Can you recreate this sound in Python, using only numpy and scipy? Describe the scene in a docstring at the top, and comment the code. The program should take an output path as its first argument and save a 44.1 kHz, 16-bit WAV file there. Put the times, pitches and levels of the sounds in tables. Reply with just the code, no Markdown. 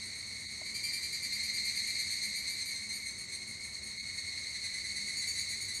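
"""Cicadas in a wood at dusk: buckling ribs click and ring each abdomen. Near ones sing runs of short
syllables that rise, then slow and sink in pitch; many more blur into a far chorus. Trunks scatter the
calls and let them ring on. Underneath: rib rasp, low rumble, a briefly dipping hush, a far machine's
hum, one light knock on wood and another insect's thin whine."""
import sys
import numpy as np
from scipy import signal
from scipy.fft import rfft, irfft
from scipy.io import wavfile
from scipy.ndimage import uniform_filter1d

SR = 44100
rng = np.random.default_rng(int(sys.argv[2]) if len(sys.argv) > 2 else 0)


def dump(signal):
    """Clip the signal to [-1, 1] and save it as 16-bit WAV at the path in sys.argv[1]."""
    limited = np.clip(np.atleast_2d(signal).T, -1, 1)
    pcm = np.round(limited * 32767).astype(np.int16)
    wavfile.write(sys.argv[1], SR, pcm)


N = 255780
TIME_S = np.arange(N) / SR

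# body colours: harmonic number, relative level/dB
HIGH_BODY = [(1, -5), (2, 2), (3, -11), (4, -10), (5, -19.5), (6, -30)]
MIDDLE_BODY = [(1, -6), (2, 1.5), (3, -6.5), (4, -7), (5, -18), (6, -33)]
LOW_BODY = [(1, -1), (2, 0.5), (3, -5), (4, -0.5), (5, -3.5), (6, -23)]
LATE_BODY = [(1, -7.5), (2, 3), (3, -2.5), (4, -6), (5, -19), (6, -24.5)]
SLOW_BODY = [(1, 1), (2, -6.5), (3, -1.5), (4, 1), (5, -8), (6, -21.5)]
FAR_BODY = [(1, -1), (2, 2.5), (3, -6.5), (4, -7.5), (5, -19.5), (6, -28.5)]
# call rhythm: start/s, syllables, first gap/s, slowing/(s/syllable), last-gap drag/s
CALL_BEATS = { "fading": (-.43, 9, .115, 0, 0), "high": (.648, 20, .09, .0019, .152),
              "middle": (1.3, 17, .0847, .004, .112), "slow": (2.699, 10, .1058, .007, .156),
              "back": (3.726, 11, .0868, .0012, .003), "low": (4.545, 10, .0894, .0084, .015),
              "late": (4.758, 10, .0976, .0019, .02), }
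# call effort: base f/Hz, base level/dB, warm-up/s, fade/(dB/s), accent/dB, accent age/s,
# first brightness/dB, target brightness/dB, opening/s
CALL_EFFORTS = { "fading": (2229, -48, 0.1, 8.5, 4, .2, -4, 4, 0.5),
                "high": (2349, -38, .04, 2.8, 4.5, .22, 1.5, 17, 1.9),
                "middle": (2134.5, -33, 0.12, 4, 0.5, 0, -38, 4.5, 0.53),
                "slow": (2233.5, -45, 0.2, 6.5, 0.5, .2, -3.5, 5.5, 1),
                "back": (2190.5, -42, 0.16, -0.5, 3.5, .43, -10, -9, .5),
                "low": (2045, -41, .03, 1.5, 0.5, .2, -9, -2, 0.4),
                "late": (2272, -39, .19, 4, 4, .5, -14, 11, .45), }
# call voice: body, buzz depth, jitter/rad, click sag/rad, syllable/s at a 0.1 s gap,
# stretch exponent, side mode/dB at 0 dB brightness
CALL_VOICES = { "fading": (SLOW_BODY, 0.67, 0.097, 0.28, 0.054, 0.76, -60),
               "high": (HIGH_BODY, .33, .08, .2, .052, .2, -18),
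               "middle": (MIDDLE_BODY, 0.32, .2, 0.07, 0.043, 0.25, -60),
               "slow": (SLOW_BODY, 0.46, 0.099, .16, 0.045, 0.56, -60),
               "back": (FAR_BODY, 0.28, 0.33, 0.083, 0.032, .3, -63),
               "low": (LOW_BODY, 0.33, 0.16, 0.024, 0.037, 0.41, -60),
               "late": (LATE_BODY, .4, .09, .15, .05, .4, -60), }
# far chorus swell: t/s, level/dB before trim
CHORUS_SWELL = [(0.0, -43), (0.26, -43.5), (1.57, -38), (2.18, -38), (3.18, -43.5), (3.34, -44), (5.3, -39),
                (5.8, -40.5)]
# rib rasp spectrum: f/Hz, relative density/dB
RASP_SPECTRUM = [(1400, -52), (1850, 11.5), (2500, 3.5), (3200, -6), (4000, -3), (5400, 5.5), (6400, 3.5),
                 (7300, 4), (8400, 10.5), (9000, 1.5), (9500, -15), (10800, 2.5), (11800, -33),
                 (15000, -20)]
# distant rumble and hush of the wood: f/Hz, relative density/dB
HUSH_SPECTRUM = [(20, -31), (40, -14.5), (68, 0.5), (95, -1), (150, -5.5), (220, -5), (300, -11.5),
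                 (480, -14.5), (800, -19), (1100, -17), (1500, -19.5), (3000, -28), (10000, -74)]
# far machine hum: f/Hz, level/dB
HUM_TONES = [(93, -66), (213, -65), (366, -74), (538, -82)]
# dips in hush and rasp: t/s, half length/s, gain/dB
HUSH_DIPS = [(.472, .014, -20), (2.0, .008, -5), (2.36, .012, -7), (2.68, .008, -6), (3.05, .03, -4),
             (4.003, .022, -24), (4.215, .007, -7)]
# wood modes: f/Hz, relative level/dB, T60/s
WOOD_MODES = [(635, 4, 0.037), (707, -0.5, 0.034), (940, -5, 0.038)]
# insect whines: peak t/s, half length/s, f/Hz, level/dB
INSECT_WHINES = [(.95, .35, 7636, -60), (2.55, .14, 7510, -63), (3.28, .28, 7505, -64)]

COLD_DB, COLD_FLAT = -7, 0.0202  # calls start soft and flat (share of pitch)
ACCENT_HALF_S, ACCENT_HZ_PER_DB, SINK_HZ_PER_S = .13, 1.5, 26.2
SCOOP, SCOOP_S, DROOP = .012, 0.0093, 0.0077  # syllables start and end flat (shares of pitch)
CHORUS_TRIM_DB = -1.07
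SONG_LOW_HZ, TOP_HZ = 1600, 15400


def undb(db):
    """Decibels to gain."""
    return 10 ** (np.asarray(db) / 20)


def unit(x):
    """Scale to rms 1."""
    return x / np.sqrt(np.mean(x ** 2))


def walk(rate_hz, size=N):
    """Smooth random drift, spread about 1."""
    at = np.arange(size) / SR * rate_hz + rng.random()
    knots = int(at[-1]) + 2
    return 1.2 * np.interp(at, np.arange(knots), rng.standard_normal(knots))


def noise(spectrum):
    """Shaped noise, rms 1."""
    hz, db = np.transpose(spectrum)
    bins_hz = np.arange(N // 2 + 1) * SR / N
    gain = undb(np.interp(np.log(bins_hz + 1), np.log(hz), db))
    return unit(irfft(rfft(rng.standard_normal(N)) * gain, N))


def syllable_times(start_s, count, gap_s, slowing_s, drag_s):
    """Onsets and gaps: slowing lengthens each gap, drag mainly the last few."""
    k = np.arange(count - 1)
    gaps_s = gap_s + slowing_s * k + drag_s / (count - 1 - k) ** 2
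    return start_s + np.append(0, np.cumsum(gaps_s)), np.append(gaps_s, gaps_s[-1])


def effort(age_s, hz, db, warm_s, fade_db_per_s, accent_db, accent_s, first_db, target_db, opening_s):
    """The singer warms up to an accent, then tires and sinks in pitch while its tone opens."""
    cold = np.exp(-age_s / warm_s)
    lift_db = accent_db * np.exp(-((age_s - accent_s) / ACCENT_HALF_S) ** 2)
    pitch_hz = hz * (1 - COLD_FLAT * cold) + ACCENT_HZ_PER_DB * lift_db - SINK_HZ_PER_S * age_s
    level_db = db + COLD_DB * cold + lift_db - fade_db_per_s * age_s
    bright_db = target_db + (first_db - target_db) * np.exp(-age_s / opening_s)
    return pitch_hz, level_db, bright_db


def tymbal(hz, body, bright_db, buzz, jitter_rad, sag_rad, click_hz=335):
    """The abdomen rings at hz; each rib click swells the tone and pulls its pitch down."""
    size = len(hz)
    click_rad = 2 * np.pi * (np.cumsum(click_hz * (1 + .18 * walk(150, size))) / SR + rng.random())
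    ring_rad = 2 * np.pi * (np.cumsum(hz) / SR + rng.random())
    phase_rad = ring_rad - sag_rad * np.sin(click_rad) + jitter_rad * walk(600, size)
    strength = np.exp(buzz * np.cos(click_rad) + .16 * walk(330, size))
    tone = 0
    for harmonic, db in body:
        lift_db = bright_db * np.clip((harmonic - 2) / 3, 0, 1)
        tone = tone + undb(db + lift_db) * np.sin(harmonic * phase_rad)
    return unit(strength) * tone


def cicada(beat, drive, voice, attack_s=0.011, release_s=0.025, bite_db=3):
    """One near call: syllables start bright, scoop up to pitch and lengthen as the rhythm slows."""
    body, buzz, jitter_rad, sag_rad, syllable_s, stretch, side_db = voice
    out = np.zeros(N + SR)
    t = np.arange(SR // 5) / SR
    starts_s, gaps_s = syllable_times(*beat)
    contours = effort(starts_s - starts_s[0], *drive)
    for start_s, gap_s, hz, level_db, bright_db in zip(starts_s, gaps_s, *contours):
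        if start_s < 0:
            continue
        length_s = syllable_s * (np.clip(gap_s, .08, .2) * 10) ** stretch
        swell = np.clip(t / attack_s, 0, 1) * np.clip((length_s - t) / release_s + .5, 0, 1)
        droop = DROOP * (t > length_s / 2) * (1 - swell)
        pitch_hz = hz * (1 - SCOOP * np.exp(-t / SCOOP_S) - droop)
        treble_db = bright_db + bite_db * (1 - 2 * t / length_s)
        tone = tymbal(pitch_hz, body, treble_db, buzz, jitter_rad, sag_rad)
        # weak mode a fourth up, clearest in mellow syllables
        side_hz = pitch_hz * 1.34 + 30 * walk(200, len(t))
        side = undb(side_db - bright_db) * swell ** 2 * np.sin(2 * np.pi * np.cumsum(side_hz) / SR)
        i = int(start_s * SR)
        out[i:i + len(t)] += undb(level_db) * swell * (tone + side)
    return out[:N]


def woods(x, direct, wet_db, t60_s, treble_db, build_s=0.018):
    """Trunk echoes build and decay; foliage absorbs their treble."""
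    t = np.arange(SR) / SR
    echoes = rng.standard_normal(SR) * (1 - np.exp(-(t / build_s) ** 2)) * undb(-60 * t / t60_s)
    echoes /= np.sqrt(np.sum(echoes ** 2))
    foliage = undb(np.interp(np.arange(SR // 2 + 1), [4700, 11000], [0, treble_db]))
    echoes = irfft(rfft(echoes) * foliage, SR)
    primed = np.concatenate([x[:SR][::-1], x])  # the wood already rings at t = 0
    return direct * x + undb(wet_db) * signal.fftconvolve(primed, echoes)[SR:SR + N]


def chorus(centre_hz, spread, bright_db, count):
    """Far cicadas, each on its own pitch and beat, blurred by echoes."""
    out = 0
    for rank in (np.arange(count) + .5) / count * 2 - 1:
        hz = centre_hz * (1 + spread * np.arctanh(.9 * rank) + .011 * walk(2))
        beat_hz = rng.uniform(7, 10.5) * (1 + 0.0604 * walk(0.97))
        beats = np.cumsum(beat_hz) / SR + rng.random()
        syllables = np.maximum(np.sin(2 * np.pi * beats) + 0.16, 0) * undb(1.04 * walk(0.89))
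        out = out + syllables * tymbal(hz, FAR_BODY, 0, buzz=0.13, jitter_rad=0.35, sag_rad=0.13)
    out = unit(woods(out, direct=1.0, wet_db=-1.5, t60_s=0.81, treble_db=-12.5))
    overtones = signal.sosfiltfilt(signal.butter(4, 3000, "high", fs=SR, output="sos"), out)
    return out + (undb(bright_db) - 1) * overtones


def rasp(song, relative_db):
    """Dry rattle of buckling ribs; tracks the song's rms."""
    song_rms = np.sqrt(np.abs(uniform_filter1d(song ** 2, size=1100)))
    return undb(relative_db) * song_rms * noise(RASP_SPECTRUM)


def machine_hum():
    """A far machine: low tones wavering in level and pitch."""
    out = 0
    for hz, db in HUM_TONES:
        gain = undb(db) * (1 + .7 * walk(12))
        out = out + gain * np.sin(2 * np.pi * np.cumsum(hz + 5 * walk(14)) / SR)
    return out


def hush(level_db):
    """Distant rumble and the thin hush of the wood."""
    return undb(level_db) * noise(HUSH_SPECTRUM)


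def dip(air, split_hz):
    """The level dips briefly above split_hz; the rumble carries on."""
    dip_db = sum(db * np.exp(-((TIME_S - at_s) / half_s) ** 4) for at_s, half_s, db in HUSH_DIPS)
    rumble = signal.sosfiltfilt(signal.butter(3, split_hz, fs=SR, output="sos"), air)
    return rumble + undb(dip_db) * (air - rumble)


def knock(at_s, gain_db, attack_s=0.0014):
    """A light tap rings damped wood modes."""
    t = np.maximum(TIME_S - at_s, 0)
    ring = sum(undb(db - 60 * t / t60_s) * np.sin(2 * np.pi * hz * t) for hz, db, t60_s in WOOD_MODES)
    return undb(gain_db) * (1 - np.exp(-t / attack_s)) * ring


def insect_whine():
    """Thin, high, wavering tones swell and fade."""
    out = 0
    for peak_s, half_s, hz, db in INSECT_WHINES:
        swell = np.exp(-((TIME_S - peak_s) / half_s) ** 2) * undb(db + 2 * walk(25))
        out = out + swell * np.sin(2 * np.pi * np.cumsum(hz + 8 * walk(53)) / SR)
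    return out


def scene():
    """Near singers and far chorus over the wood's background; mono."""
    near = sum(cicada(CALL_BEATS[call], CALL_EFFORTS[call], CALL_VOICES[call]) for call in CALL_BEATS)
    near = woods(near, direct=.9, wet_db=-6.0, t60_s=0.35, treble_db=-0.5)
    far = chorus(centre_hz=2141.3, spread=.04, bright_db=.5, count=14)
    far *= undb(np.interp(TIME_S, *np.transpose(CHORUS_SWELL)) + CHORUS_TRIM_DB)
    # small bodies radiate little below their pitch
    song = signal.sosfilt(signal.butter(6, SONG_LOW_HZ, "high", fs=SR, output="sos"), near + far)
    rattle = rasp(near, relative_db=-14) + rasp(far, relative_db=-10.5)
    air = dip(rattle + machine_hum() + hush(level_db=-58.0), split_hz=300)
    return (song + air + knock(at_s=.615, gain_db=-44) + insect_whine())[None]


def record(dry):
    """Steep low-pass at TOP_HZ."""
    return signal.sosfilt(signal.ellip(10, .2, 80, TOP_HZ, fs=SR, output="sos"), dry)


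dry = scene()
out = record(dry)
dump(out)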